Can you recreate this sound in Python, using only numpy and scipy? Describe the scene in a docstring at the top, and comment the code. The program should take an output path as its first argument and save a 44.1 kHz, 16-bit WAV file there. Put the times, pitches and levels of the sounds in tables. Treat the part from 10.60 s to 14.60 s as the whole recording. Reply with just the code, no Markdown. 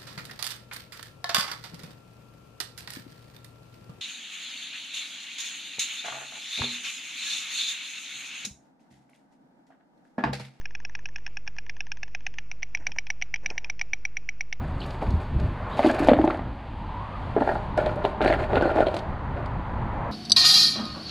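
"""A stork nest above a garden, heard almost in mono from a fixed outdoor camera close by.
Two storks greet each other; each clack is a crack of the bill edges and a ring of bill and throat pouch.
One clatters loudly, slowing a little, first with its head thrown back, then forward, where the clacks
ring hollower. Its mate clatters faintly, then slows to single snaps. Wings beat twice, with rustling
feathers and puffs of air. The camera adds hum and hiss."""
import sys
import numpy as np
from scipy import signal
from scipy.fft import rfft, irfft
from scipy.io import wavfile
from scipy.ndimage import uniform_filter1d

SR = 44100
rng = np.random.default_rng(int(sys.argv[2]) if len(sys.argv) > 2 else 0)


def wav_record(signal):
    """Record a signal, one row per channel, as 16-bit PCM in the file named by sys.argv[1]."""
    frames = np.transpose(np.atleast_2d(signal))
    bounded = np.clip(frames, -1, 1)
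    # unit amplitude maps onto the largest positive 16-bit level
    quanta = np.round(bounded * 32767).astype(np.int16)
    wavfile.write(sys.argv[1], SR, quanta)


N = 176400
LEAD_IN_S = 0.003  # room ahead of each clack's first contact


def leading_stork():
    """The loud bird: a long clatter, its neck snapping forward about halfway."""
    # Each row: start in seconds, relative level in dB, main resonance in Hz, crack against ring in dB.
    clacks = [(0.0552, -26, 2516, -16), (0.1508, -25.5, 2550, -11), (0.2498, -25, 2590, -15),
              (0.3513, -24.5, 2500, -5.5), (0.4562, -24.5, 2596, -9), (0.5593, -24.8, 2550, -15.5),
              (0.6643, -25, 2550, -9.5), (0.7699, -24, 2546, -18), (0.8761, -24, 2480, -12.5),
              (0.9845, -25, 2475, -12.5), (1.0957, -24.8, 2490, -2), (1.2053, -21.5, 2620, -10.5),
              (1.3177, -22, 2510, -9), (1.431, -23, 2640, -6), (1.5487, -22, 2510, -5),
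              (1.6658, -19.5, 2590, -2), (1.785, -23.5, 2430, 2.5), (1.9146, -25.2, 2290, -0.5),
              (2.0298, -19.5, 2280, -6), (2.149, -15, 2270, -6.5), (2.2678, -15, 2316, -5.5),
              (2.3854, -15, 2300, -8), (2.5026, -16, 2247, -6.5), (2.6222, -16.5, 2280, -6.5),
              (2.7408, -15, 2283, -6.5), (2.8603, -15.5, 2310, -8), (2.9791, -18, 2280, -5),
              (3.0986, -18.5, 2290, -6.5), (3.2131, -15.7, 2300, -9.5), (3.3332, -13.5, 2314, -13),
              (3.4519, -16.0, 2306, -12.5), (3.569, -18, 2266, -11.5), (3.6896, -17.5, 2295, -7.5),
              (3.808, -17.5, 2255, -11), (3.9265, -20, 2170, -6)]
    # Modes of bill and throat pouch, head back and head forward.
    # Each row: frequency before tuning in Hz, relative level in dB, rise and 60 dB decay in seconds.
    back = [(803, -19.5, 0.00029, 0.014), (1669, -6.5, 0.00041, 0.013), (2427, 1.5, 0.0004, 0.0086),
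            (2650, -6, 0.0021, 0.0082), (3245, -21, 0.00071, 0.013), (5090, -25, 0.0003, 0.011),
            (5565, -5, 0.00061, 0.0094), (6386, -15.5, 0.00035, 0.0086), (9710, -34.5, 0.00032, 0.0059),
            (10540, -45, 0.0004, 0.011)]
    forward = [(746, -26.5, 0.0027, 0.027), (1770, -10.5, 0.00017, 0.0034), (2035, 0, 0.0014, 0.005),
               (2267, 4.5, 0.0007, 0.012), (3143, -18.5, 0.0014, 0.012), (3930, -30.5, 0.0011, 0.018),
               (5050, -33.5, .0008, 0.015), (5783, -4, 0.001, 0.014), (6420, -24, 0.0019, 0.012),
               (10230, -39.5, 0.00042, 0.014)]
    return clatter(clacks, back, forward, swing_s=(1.83, 1.84), gain_db=-16)


def mate():
    """The faint bird: its clatter slows to single snaps as the neck eases forward."""
    # Each row: start in seconds, relative level in dB.
    snaps = [(0.012, -47), (0.1074, -47), (0.201, -44), (0.2956, -44), (0.3904, -44), (0.4875, -44.5),
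             (0.5826, -46), (0.6759, -44), (0.8674, -45.5), (0.965, -46.5), (1.0645, -45), (1.166, -45),
             (1.2676, -43.5), (1.3708, -45), (1.479, -49), (1.6062, -50), (1.7397, -46), (2.0233, -41.5),
             (2.1724, -40), (2.3183, -34.5), (2.362, -64), (2.4682, -36.5), (2.615, -35), (2.7593, -33),
             (2.9023, -30.5), (3.0449, -30.5), (3.1938, -34)]
    # Modes of bill and throat pouch, head back and head forward.
    # Each row: frequency before tuning in Hz, relative level in dB, rise and 60 dB decay in seconds.
    back = [(983, -2, 0.00028, 0.011), (1740, 7.5, 0.0011, 0.0095), (2420, -10.5, 0.00014, 0.0047),
            (5280, -10, .0003, 0.0089), (6280, -8.5, 0.00018, 0.013)]
    forward = [(932, -19.5, 0.00026, 0.018), (2320, -5, 0.0014, 0.0065), (2450, 9, 0.003, 0.0086),
               (3270, -8, 0.0002, 0.0071), (5510, -3, 0.00093, 0.0071), (10300, -39.5, 0.00047, 0.0071)]
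    pitch_hz, crack_db = 2403, -5
    clacks = [(start, db, pitch_hz, crack_db) for start, db in snaps]
    return clatter(clacks, back, forward, swing_s=(0.59, 2.6), gain_db=-11)


def clatter(clacks, back, forward, swing_s, gain_db):
    """A run of clacks whose timbre follows the neck's swing from thrown back to forward."""
    # Overall tone of the clacks: little bass, dips around 7-9 kHz, a peak near 10 kHz.
    # Each row: frequency in Hz, gain in dB.
    overall_tone = [(100, -32.5), (400, -9.5), (700, 3.5), (1250, -3.5), (1700, 1.5), (6350, -1),
                    (6750, -14.5), (7400, -7), (8200, -22), (9300, -13.5), (9700, -1.5), (10500, 3.5),
                    (10900, -16.5)]
    out = np.zeros(N)
    for start, db, pitch_hz, crack_db in clacks:
        ahead = np.interp(start, swing_s, [0, 1])
        head_back = clack(back, pitch_hz, crack_db, choke=2.42)
        head_forward = clack(forward, pitch_hz, crack_db, choke=1.8)
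        blend = unit((1 - ahead) * head_back + ahead * head_forward)
        add(out, start - LEAD_IN_S, amp(db + gain_db) * blend)
    return colour(out, overall_tone)


def clack(modes, pitch_hz, crack_db, choke):
    """Bill and pouch ring for milliseconds over a crack; with choke above 1 they die ever faster."""
    glide, glide_s = 0.14, 0.00073  # the resonances rise as the bill shuts
    clock = np.arange(-LEAD_IN_S, 0.04, 1 / SR)
    t = np.maximum(clock, 0)
    glided_time = t + glide * glide_s * (np.exp(-t / glide_s) - 1)
    main_hz = max(modes, key=lambda mode: mode[1])[0]
    ring = np.zeros(len(t))
    for hz, db, rise, t60 in modes:
        stray_db, detune = rng.standard_normal(2) * (0.7, 0.004)
        attack = 1 - np.exp(-(t / rise) ** 2)
        decay = np.exp(-np.log(1000) * (t / t60) ** choke)
        if abs(np.log(hz / pitch_hz)) < np.log(5 / 4):  # modes near the clack's pitch follow it
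            hz *= pitch_hz / main_hz
        tone = np.sin(2 * np.pi * hz * (1 + detune) * glided_time)
        ring += amp(db + stray_db) * attack * decay * tone
    return unit(unit(ring) + amp(crack_db) * edge_crack(clock))


def edge_crack(clock):
    """The bill edges touch, then meet fully, with a rough scrape."""
    # The dry crack's spectrum. Each row: frequency in Hz, gain in dB.
    spectrum = [(150, -34), (450, -16.5), (800, -1.5), (1250, -10), (1800, 7.5), (2600, 6.5), (3300, -4.5),
                (4100, -12.5), (5000, -4), (6100, 3), (6800, -17), (7400, -20), (8300, -35), (11000, -34)]
    gap_s, scrape_s = 0.001111, 0.002
    t = np.maximum(clock, 0)
    contacts = amp(-4) * np.sinc(clock * SR) + np.sinc((clock - gap_s) * SR)
    scrape = rng.standard_normal(len(t)) * t * np.exp(-2 * t / scrape_s)
    return unit(colour(unit(contacts) + amp(6) * unit(scrape), spectrum))


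def diffuse_tail(x, db, t60):
    """A short, noisy decay that follows each clack."""
    # The tail's spectrum. Each row: frequency in Hz, gain in dB.
    spectrum = [(200, -10.5), (800, -16), (1700, -11), (2500, -2), (4000, 9.5), (5600, -4.5), (8000, -28.5),
                (11000, -21)]
    t = np.arange(SR // 2) / SR
    build_up = np.minimum(t / 0.0057, 1)
    tail = noise(spectrum, size=len(t)) * np.exp(-np.log(1000) * t / t60) * build_up
    return amp(db) * signal.fftconvolve(x, tail / np.linalg.norm(tail))[:N]


def wings():
    """Feathers rustle over soft puffs of air pushed by the wings."""
    # Feather swishes and air puffs. Each row: centre in seconds, width in seconds, level in dB.
    swishes = [(2.215, 0.015, -52), (2.285, 0.023, -54.5), (2.366, 0.0045, -43), (2.845, 0.0089, -49),
               (2.91, 0.013, -44), (2.97, 0.029, -56), (3.055, 0.018, -52.5)]
    puffs = [(2.26, 0.077, -54), (2.89, 0.055, -53), (3.335, .012, -55), (3.41, 0.011, -52)]
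    # Their spectra. Each row: frequency in Hz, relative density in dB.
    feathers = [(80, -19), (200, -6), (450, 3.5), (700, 2.5), (900, 6.5), (1200, -10.5), (1700, 0),
                (2500, -5.5), (3500, -36), (4600, -32), (5700, -10), (7200, -27), (9500, -43.5),
                (11000, -65)]
    air = [(30, -7.5), (80, 4.5), (170, -0.5), (300, -6), (600, -27), (1500, -43), (8000, -96)]
    grain = unit(uniform_filter1d(rng.standard_normal(N), int(0.002 * SR)))  # 2 ms grains
    roughness = np.exp(0.4 * np.minimum(grain, 2))
    rustle = unit(colour(rng.standard_normal(N) * roughness, feathers))
    return rustle * swells(swishes) + noise(air) * swells(puffs)


def mains_hum():
    """The camera's mains hum: 50 Hz and its odd harmonics."""
    # Each row: frequency in Hz, rms level in dB.
    harmonics = [(50, -51.5), (150, -60), (250, -73), (350, -76), (450, -75)]
    t = np.arange(N) / SR
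    return sum(amp(db) * np.sqrt(2) * np.sin(2 * np.pi * (hz * t + rng.random())) for hz, db in harmonics)


def hiss():
    """The camera's hiss, common to both channels and slightly patchy in time and frequency."""
    # Each row: frequency in Hz, relative density in dB.
    spectrum = [(10, 9.5), (30, -13.5), (70, 4), (120, -1.5), (220, -3.5), (400, -6.5), (800, -12.5),
                (1200, -13), (1800, -14), (2500, -7.5), (3300, -23), (4300, -28), (5000, -22.5),
                (5650, -16), (6300, -29.5), (6800, -26), (8300, -47.5), (10500, -51), (12000, -69)]
    level_db, patch_db = -59, 1.4
    bands = signal.stft(noise(spectrum), nperseg=512)[2]
    patches = uniform_filter1d(rng.standard_normal(bands.shape), size=10, axis=0, mode="wrap")
    patches = unit(uniform_filter1d(patches, size=7, axis=1))
    patchy = signal.istft(bands * amp(patch_db * patches), nperseg=512)[1][:N]
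    return amp(level_db) * unit(patchy)


def side_hiss():
    """Faint noise that gives the background a little width."""
    # Each row: frequency in Hz, relative density in dB.
    spectrum = [(30, 16), (150, 5.5), (400, -15.5), (1500, -27), (2500, -19), (4000, -33.5), (5500, -20.5),
                (7500, -44.5), (11000, -52.5)]
    return amp(-63) * noise(spectrum)


def swells(rows):
    """A bell-shaped rise and fall in level for each wing movement."""
    t = np.arange(N) / SR
    return sum(amp(db) * np.exp(-0.5 * ((t - centre) / width) ** 2) for centre, width, db in rows)


def amp(db):
    """Decibels to gain."""
    return 10 ** (np.asarray(db) / 20)


def unit(x):
    """Scales to an rms of one."""
    return x / np.sqrt(np.mean(x ** 2) + 1e-20)


def add(mix, start_s, sound):
    """Mixes a sound in at a time."""
    part = mix[max(round(start_s * SR), 0):][:len(sound)]
    part += sound[:len(part)]


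def colour(x, points):
    """Filters by a curve through points of frequency in Hz and gain in dB."""
    hz, db = np.transpose(points)
    f = np.fft.rfftfreq(len(x), 1 / SR)
    return irfft(rfft(x) * amp(np.interp(np.log(f + 1), np.log(hz), db)), len(x))


def noise(points, size=N):
    """Coloured noise with an rms of one."""
    return unit(colour(rng.standard_normal(size), points))


def scene():
    """Both birds close and central, with a faint, noisy stereo smear after each clack."""
    bills = leading_stork() + mate()
    near = diffuse_tail(bills, db=-18, t60=0.026)  # near and far: scatter from nest, trees and fence
    far = diffuse_tail(bills, db=-30.5, t60=0.12)
    mid = bills + near + far + wings() + mains_hum() + hiss()
    side = side_hiss() + diffuse_tail(bills, db=-43, t60=0.07)  # the stereo smear
    return np.array([mid * amp(-0.03) + side, mid - side])


def record(dry):
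    """The camera's band limit and the constant offset of each input channel."""
    edge_hz, offsets = 10900, np.array([[0.0391], [0.0378]])
    lowpass = signal.firwin(511, edge_hz, window=("kaiser", 9), fs=SR)
    return signal.oaconvolve(dry, lowpass[None], "same") + offsets


dry = scene()
out = record(dry)
wav_record(out)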